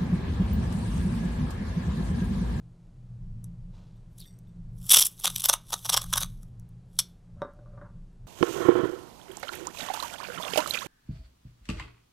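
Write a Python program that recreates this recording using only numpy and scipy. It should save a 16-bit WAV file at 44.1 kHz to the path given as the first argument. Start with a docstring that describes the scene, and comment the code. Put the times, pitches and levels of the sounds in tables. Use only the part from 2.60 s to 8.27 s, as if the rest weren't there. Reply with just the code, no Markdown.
"""Masking tape pulled and torn

Masking tape is picked at, pulled off its roll in jerks and torn, close to a chest-worn microphone.
Short noisy snaps are mostly glue letting go; a sliding resonance makes the fingernail's squeak.
Cloth brushes as soft grains, and a small piece of metal rings faintly as a sum of dying sines.
The cardboard roll is set down and nudged on a table: blows and scraping ring its modes.
Ventilation rumbles: low resonant noise of uneven level over a steady background hiss."""
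import sys
import numpy as np
from scipy import signal
from scipy.fft import rfft, irfft
from scipy.io import wavfile
from scipy.ndimage import uniform_filter1d

SR = 44100
rng = np.random.default_rng(int(sys.argv[2]) if len(sys.argv) > 2 else 0)


def pcm_store(signal):
    """Save signal as 16-bit PCM."""
    levels = np.round(np.clip(np.atleast_2d(signal), -1, 1) * 32767)
    wavfile.write(sys.argv[1], SR, levels.astype(np.int16).T)


N = 250047  # length in samples


def gain_of(db):
    """Turns decibels into a factor."""
    return 10 ** (np.asarray(db) / 20)


def evened(x):
    """Scales a sound to an average (rms) strength of 1."""
    return x / np.sqrt(np.mean(x ** 2) + 1e-20)


def read(points, hz):
    """Reads a table between its points, on a log-frequency axis."""
    f, value = np.transpose(points)
    return np.interp(np.log(hz + 1), np.log(f + 1), value)


def level(rows, column=1):
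    """Turns a dB curve into a gain for each sample, silent outside its span."""
    rows = np.transpose(rows)
    db = np.interp(np.arange(N) / SR, rows[0], rows[column], left=-200, right=-200)
    return gain_of(db)


def colour(x, db_at):
    """Filters with the gain db_at(Hz), with no sound ahead of its cause (minimum phase)."""
    log_gain = np.log(gain_of(db_at(abs(np.fft.fftfreq(4096, 1 / SR)))))
    phase = -signal.hilbert(log_gain).imag
    taps = np.fft.ifft(np.exp(log_gain + 1j * phase)).real[:2048]
    return signal.oaconvolve(x, taps)[:N]


def ring(modes, detune=1):
    """A struck object rings as a sum of sines, each losing 60 dB in its own time."""
    t = np.arange(SR // 2) / SR
    return sum(gain_of(db - 60 * t / t60) * np.sin(2 * np.pi * hz * detune * t) for hz, db, t60 in modes)


def strikes(rows):
    """Places one single-sample impulse for each row of seconds and dB."""
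    out = np.zeros(N)
    for s, db in rows:
        out[round(s * SR)] = gain_of(db)
    return out


def resonate(x, hz, width):
    """A moving resonance: shifts the curve hz down to zero, smooths, and shifts back."""
    turn = np.exp(2j * np.pi * np.cumsum(hz) / SR)
    r = np.exp(-np.pi * width / SR)
    smooth = signal.lfilter([1 - r], [1, -r], x / turn)
    return 2 * (turn * smooth).real


def snaps(per_s, jitter, spread_db, decay_ms, fizz, channels=1, sure=()):
    """An uneven train of short noisy rattles over a finer fizz; channels share times, not all of the size."""
    gaps = SR / per_s * np.exp(jitter * rng.standard_normal(N // 8))
    at = np.cumsum(gaps).astype(int)
    chance = rng.standard_normal((N // 8, channels + 1)).T
    sizes = gain_of(spread_db * (0.95 * chance[:1] + .9 * chance[1:]))  # shared part, own part
    train = np.zeros((channels, N))
    train[:, at[at < N]] = sizes[:, at < N]
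    train[:, list(sure)] = gain_of(-4.1)  # snaps that always happen
    r = np.exp(-1000 / (decay_ms * SR))
    envelope = signal.lfilter([1], [1, -2 * r, r * r], train)  # quick rise, slower fall
    rattle = evened(envelope * rng.laplace(size=(channels, N)))
    return evened(rattle + fizz * rng.standard_normal((channels, N)))


def ventilation():
    """Low resonant noise of uneven level over a steady hiss."""
    # Uneven level of the low rumble. Each row: time in seconds, level in dB.
    rumble_level = [(0.0, -48), (0.24, -52), (0.69, -39), (1.67, -49.5), (2.13, -39), (2.56, -54),
                    (2.75, -40.5), (2.81, -52.5), (3.22, -50.5), (3.5, -38), (4.69, -53), (4.79, -42),
                    (4.89, -53.5), (5.4, -43), (5.48, -52), (5.67, -45)]
    # Duct resonances. Each row: frequency in Hz, width in Hz, relative strength in dB.
    duct = [(29.73, 12, 2.5), (55.6, 13, -15.5), (84, 26.3, -15.5), (117.4, 17, 0.5), (172.8, 15, -3),
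            (213.5, 18, -22.5)]
    # Colour of the background hiss, dull, ahead of a low cut; above 12 kHz the sound falls away steeply. # Each
    # row: frequency in Hz, relative strength in dB.
    hiss_tone = [(200, 8), (242, -2.5), (386, -7.5), (928, -18), (2060, -27.5), (4000, -29.5),
                 (6900, -32.5), (7900, -33), (12000, -40), (13000, -64)]
    hiss_db = -68
    hz = np.fft.rfftfreq(N, 1 / SR)
    peaks = sum(gain_of(db) / (1 + (2 * (hz - f) / width) ** 2) for f, width, db in duct)
    wide = gain_of(-33) / (1 + (hz / 210) ** 8)
    rumble = evened(irfft(rfft(rng.standard_normal(N)) * (peaks + wide), N))
    low_cut = 1 / (1 + (230 / (hz + 1)) ** 8)
    hiss = irfft(rfft(rng.standard_normal(N)) * gain_of(read(hiss_tone, hz)) * low_cut, N)
    return rumble * level(rumble_level) + evened(hiss) * gain_of(hiss_db)


def shares(thump_db, bright_db):
    """Gains of the low thump, the middle and the treble."""
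    middle = 1 / np.sqrt(1 + gain_of(2 * bright_db))
    return np.array([gain_of(thump_db) + 0 * middle, middle, middle * gain_of(bright_db)])


def bursts_and_tear(thump_db, bright_db):
    """Growing bursts of snaps, mostly glue letting go; the tear is a crack, then a rasp."""
    # Short noisy snaps, mostly glue letting go, with a few faint ticks.
    # Each row: start in seconds, length in ms, level in dB before filtering.
    bursts = [(0.8419, 1.6, -45.5), (1.581, 6.3, -48.5), (1.595, 11, -51), (1.613, 3.7, -47.5),
              (1.7882, 2.8, -60.5), (2.1834, 6.6, -63), (2.2572, 13, -47.5), (2.2929, 3.8, -21),
              (2.3041, 19.5, -10.5), (2.3307, 16.8, -10.5), (2.35, 1.6, -16), (2.3603, 15.6, -12),
              (2.3814, 17.5, -16), (2.4053, 20.9, -16), (2.4326, 6.4, -27), (2.448, 11, -23),
              (2.4607, 9.7, -24.5), (2.594, 7.6, -42), (2.6395, 17.6, -22.5), (2.668, 11.1, -23.5),
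              (2.6998, 4.07, -31.5), (2.7124, 2.1, -44.5), (2.7597, 3.2, -22), (2.7745, 9.2, -35.5),
              (2.7965, 12, -31), (2.8194, 1.9, -33), (2.8393, 3.6, -22), (2.847, 12, -20.5),
              (2.863, 2.2, -38), (2.8873, 11.7, -15.5), (2.9285, 11.55, -20.5), (3.101, 5.7, -43),
              (3.1223, 12.4, -29.5), (3.1348, 8.1, -27.5), (3.163, 2, -46), (3.246, 10.7, -34.5),
              (3.2566, 7.9, -30), (3.2914, 10.3, -20.5), (3.32, 14, -29.5), (3.3323, 16, -20.5),
              (3.3658, 11.9, -19.5), (3.4139, 7.5, -33.5), (3.426, 18.7, -45), (3.458, 8.5, -52),
              (3.5264, 13, -24.5), (3.555, 7.3, -30), (3.5692, 13.7, -22.5), (3.6018, 15.5, -31),
              (3.6177, 17, -32), (3.641, 5.8, -42), (3.659, 2.7, -48.5), (3.8218, 13, -61.5),
              (3.995, 3.24, -65), (4.089, 3.3, -68), (4.935, 2.37, -71), (5.53, 1.86, -78.5)]
    # Growth within a burst, least in the fastest pull. 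Each row: time in seconds, growth in dB.
    growth = [(2.3, 10.5), (2.36, 5), (2.45, 8.5), (2.7, 8), (3.3, 12.5)]
    # The strip is torn across. Each row: start in seconds, length in ms, level in dB before filtering,
    # growth in dB (negative dies away).
    tear = [(4.3892, 1.5, -8.5, -6), (4.3908, 13, -21.5, -8)]
    tear_lead_db = -20  # paper tears with far less warning than glue gives
    faint_db, brighter_per_db = -28, 0.57  # bursts under this level are thinner and brighter
    lead = 200  # samples of quiet build-up ahead of each start

    rows = [(*row, np.interp(row[0], *np.transpose(growth))) for row in bursts]
    rows += tear
    # each burst surely has a snap near its start and one near its end
    sure = [round((s + share * ms / 1000) * SR) for s, ms, *_ in rows for share in (.2, .88)]
    volley = snaps(per_s=500, jitter=.3, spread_db=3.0, decay_ms=0.16, fizz=.5, channels=3, sure=sure)
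    drive = np.zeros((3, N))
    for s, ms, db, growth_db in rows:
        n = max(round(ms / 1000 * SR), 20)
        a = round(s * SR) - lead
        span = slice(a, a + lead + n)
        warning_db = np.linspace(-22, 0, lead) - abs(growth_db) / 2
        if growth_db < 0:
            warning_db += tear_lead_db
        body_db = np.linspace(-.5, .5, n) * growth_db
        shape = gain_of(np.r_[warning_db, body_db] + db)
        extra_bright_db = brighter_per_db * max(faint_db - db, 0)
        split = shares(thump_db[a], bright_db[a] + extra_bright_db)
        drive[:, span] += evened(volley[:, span]) * shape * split[:, None]
    return drive


def fine_crackle(bright_db):
    """Fine crackle around each pull and the tear, with a set fade in and out."""
    # Stretches of crackle. Each row: start in seconds, end in seconds, level in dB before filtering.
    stretches = [(1.606, 1.634, -62), (2.313, 2.408, -36), (2.633, 2.864, -46), (3.101, 3.184, -51.5),
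                 (3.28, 3.38, -45), (3.501, 3.631, -51.5), (3.724, 3.859, -75), (4.387, 4.42, -58.5)]
    fade_in_db_per_s, fade_out_db_per_s = 252.5, 185
    crackle = snaps(per_s=520, jitter=1.0, spread_db=3, decay_ms=.2, fizz=0.95, channels=3)
    t = np.arange(N) / SR
    strength = np.zeros(N)
    for start, end, db in stretches:
        before, after = np.maximum(start - t, 0), np.maximum(t - end, 0)
        strength += gain_of(db - fade_in_db_per_s * before - fade_out_db_per_s * after)
    return crackle * strength * shares(-16.5, 4.5 + bright_db)


def tape():
    """Snaps, tear and crackle drive the thump of the strip, its middle and its treble by their own shares."""
    # The free strip as its length and tension change. Each row: time in seconds, thump pitch in Hz,
    # thump share of bursts and tear in dB, treble against middle in dB before later additions.
    strip = [(.84, 1200, -18, 23), (1.6, 1200, -31, -1), (2.31, 1200, -30.5, 4), (2.34, 1160, -13, -3),
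             (2.46, 1080, -31, 10.5), (2.65, 870, -8.5, -6), (2.78, 1130, -29, 0.5), (2.9, 990, -7, -2.5),
             (3.13, 920, -6, -4), (3.25, 920, -12, 0.5), (3.33, 930, -8, -8), (3.54, 1214, -3.5, -2.5),
             (3.65, 1270, -9, -2.5), (4.39, 1350, -18.5, -3)]
    # Colour of one snap. Each row: frequency in Hz, gain in dB.
    snap_tone = [(300, -11.5), (600, -4.5), (1100, -9.5), (1700, -7), (2300, -5.5), (3400, -2.5),
                 (5500, -2), (8000, -4), (11000, 2), (13000, -3), (15500, -15)]
    times, *columns = np.transpose(strip)
    thump_hz, thump_db, bright_db = (np.interp(np.arange(N) / SR, times, c) for c in columns)
    drive = bursts_and_tear(thump_db, bright_db) + fine_crackle(bright_db)
    low = gain_of(13.5) * resonate(drive[0], thump_hz, 640) + gain_of(2) * drive[0]
    # three bands: below 1900 Hz, from 2500 to 7000 Hz, above 7000 Hz, all with soft borders
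    low = colour(low, lambda hz: -12 * np.log10((1 + (hz / 1900) ** 8) * (1 + (240 / (hz + 1)) ** 4)))
    middle = colour(drive[1], lambda hz: 6 - 8 * np.log10(
        (1 + (2500 / (hz + 1)) ** 8) * (1 + (hz / 7000) ** 6)))
    high = colour(drive[2], lambda hz: 5 - 8 * np.log10(1 + (7000 / (hz + 1)) ** 8))
    return colour(low + middle + high, lambda hz: read(snap_tone, hz))


def past_roll(x):
    """Inverted repeats leave peaks at odd multiples of half the comb spacing, which drifts as the hands move."""
    # Comb spacing of the short path past the roll. Each row: time in seconds, middle spacing in Hz.
    spacings = [(2.3, 2240), (2.9, 2330), (3.3, 2310), (3.6, 2356), (4.39, 2290)]
    strength, top_hz, wander = .55, 12000, .035  # depth 0-1, where it fades, jerky drift as a share
    hz, t, z = signal.stft(x, SR, nperseg=1024, noverlap=768)
    drift = evened(uniform_filter1d(rng.standard_normal(len(t)), size=4))
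    spacing = np.interp(t, *np.transpose(spacings)) * (1 + wander * drift)
    depth = strength / (1 + (hz[:, None] / top_hz) ** 4)
    comb = 1 / (1 + depth * np.exp(-2j * np.pi * hz[:, None] / spacing))
    return signal.istft(z * comb, SR, nperseg=1024, noverlap=768)[1][:N]


def rustle():
    """Cloth and fingers brush: soft, dense, uneven grains of coloured noise."""
    # Strength of the brushing. Each row: time in seconds, level in dB.
    brushes = [(1.1, -86), (1.136, -67), (1.176, -63.5), (1.45, -83)]
    # Its colour. Each row: frequency in Hz, gain in dB.
    tone = [(400, 7.5), (1000, 5), (2000, -7), (4000, -1.5), (7000, -11), (12500, -27)]
    grains = snaps(per_s=2000, jitter=.9, spread_db=3, decay_ms=.8, fizz=0.9)[0]
    return evened(colour(grains, lambda hz: read(tone, hz))) * level(brushes)


def jingle():
    """Thin metal is touched and rings faintly; close modes beat and the ring rattles unevenly."""
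    # Touches of a small piece of metal. Each row: time in seconds, strength in dB.
    touches = [(1.352, -89), (1.651, -67.5), (1.868, -86.5)]
    # Its ringing modes. Each row: frequency in Hz, strength in dB, time to fall by 60 dB in seconds.
    metal = [(1868, -2.5, 0.22), (2070, -4.5, 0.32), (3580, 13.5, 0.13), (4580, -1, .3), (5730, 2.5, 0.33),
             (8400, 2, 0.37), (8050, -5, 0.53), (11800, 11, 0.087), (12700, -14, .3), (15200, -14, 0.28)]
    body = ring(metal) + .7 * ring(metal, detune=1.008) + .5 * ring(metal, detune=.994)
    soft_start = 1 - np.exp(-np.arange(len(body)) / SR / 0.0045)
    wobble = evened(uniform_filter1d(rng.standard_normal(len(body)), size=110))
    return signal.oaconvolve(strikes(touches), body * soft_start * (1 + 0.64 * wobble))[:N]


def pick():
    """A fingernail squeaks on the tape end: scratchy grains in a sliding resonance, twice for steep sides."""
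    # The nail catches the tape end. Each row: time in seconds, level in dB, pitch in Hz.
    squeak = [(1.59, -66, 3870), (1.606, -48, 4700), (1.615, -46.5, 3830), (1.635, -53.5, 3750),
              (1.66, -74, 3450)]
    s, _, hz = np.transpose(squeak)
    hz = np.interp(np.arange(N) / SR, s, hz)
    scratch = snaps(per_s=1000, jitter=0.51, spread_db=5, decay_ms=1.0, fizz=0.57)[0]
    squeal = resonate(resonate(scratch, hz, 560), hz, 560)
    return evened(squeal) * level(squeak)


def table():
    """Rough blows and a grainy slide ring the same cardboard roll."""
    # The roll meets the table. Each row: time in seconds, blow strength in dB, rim against core in dB.
    knocks = [(4.819, -24, -0.5), (4.849, -40.5, 2), (4.99, -51, -8), (5.06, -56.5, 3), (5.135, -57, -4.5),
              (5.176, -52, 7), (5.214, -49.5, 10.5)]
    # The roll scrapes along. Each row: time in seconds, strength into the modes in dB, rim share in dB.
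    slide = [(4.75, -92.5, -5.5), (4.826, -85, 8.5), (4.9, -89, 14.5), (4.98, -86, -19),
             (5.078, -86.5, -9.5), (5.19, -82.5, -1.5), (5.25, -90, 16.5), (5.33, -104, 9), (5.42, -110, 5)]
    # Ringing of the roll's low core, its rim and its hard edge.
    # Each row: frequency in Hz, strength in dB, time to fall by 60 dB in seconds.
    core_modes = [(290, -17, .05), (430, -12, .06), (590, 0, .1), (700, -8, .05)]
    rim_modes = [(1018, -3, 0.02), (1166, -3, 0.02), (1338, -2.5, 0.028), (1558, -16, 0.046)]
    edge_modes = [(3730, 1, 0.025), (5400, -1, 0.0034), (8000, -13, 0.0025)]
    chatter_ms = 9.5  # time in which a blow falls to about a third
    tick_db, tick_per_db = -15.5, 1.16  # the edge ticks more when hit harder

    scrape = snaps(per_s=300, jitter=.6, spread_db=3, decay_ms=1.1, fizz=1.2)[0] * level(slide)
    core, rim = scrape.copy(), scrape * level(slide, column=2)
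    t = np.arange(3000) / SR
    for s, db, rim_db in knocks:
        blow = rng.standard_normal(len(t)) * np.exp(-t * 1000 / chatter_ms)
        # the first contact is firm in a hard blow, the rest chatters
        firmness = 1.4 if db > -30 else .5
        blow[0] += firmness * np.linalg.norm(blow)
        blow *= gain_of(db) / np.linalg.norm(blow)
        core[round(s * SR):][:len(t)] += blow
        rim[round(s * SR):][:len(t)] += blow * gain_of(rim_db)
    # cardboard lands softly
    core, rim = (colour(x, lambda hz: -14 * np.log10(1 + (hz / 1800) ** 8)) for x in (core, rim))
    ticks = strikes([(s, tick_db + tick_per_db * db) for s, db, _ in knocks])
    pairs = [(core, core_modes), (rim, rim_modes), (ticks, edge_modes)]
    return sum(signal.oaconvolve(x, ring(modes))[:N] for x, modes in pairs)


def room(x):
    """The room answers with a noise tail whose bands die at their own speeds, after a short gap."""
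    # How long the room rings. Each row: frequency in Hz, time to fall by 60 dB in seconds.
    decay = [(300, 0.15), (1000, 0.343), (4000, .28), (10000, 0.15), (16000, 0.19)]
    hz, t, z = signal.stft(rng.standard_normal(SR // 2), SR, nperseg=256)
    tail = signal.istft(z * gain_of(-60 * t / read(decay, hz)[:, None]), SR, nperseg=256)[1]
    tail *= 1 + 5 * np.exp(-np.arange(len(tail)) / SR / 0.015)  # stronger early reflections
    tail[:100] = 0
    return signal.oaconvolve(x, tail / np.linalg.norm(tail))[:N]


def scene():
    """All sources reach one microphone; the far table carries more room than the near tape."""
    near, far = past_roll(tape()), table()
    mix = near + far + room(gain_of(-12.5) * near + gain_of(-6) * far)
    mix += pick() + jingle() + rustle() + ventilation()
    return np.array([mix, mix])


def record(dry):
    """The two channels differ by a slightly delayed trace; loud snaps are softly limited; then the band limit."""
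    edge_hz = 15900  # top of the band
    trace = gain_of(-27) * np.roll(dry[0], 331) * np.array([[1], [-1]])  # added left, taken away right
    limited = .82 * np.tanh((dry + trace) / .82)
    taps = signal.firwin(767, edge_hz, window=("kaiser", 13), fs=SR)
    return signal.oaconvolve(limited, taps[None], "same")


dry = scene()
out = record(dry)
pcm_store(out)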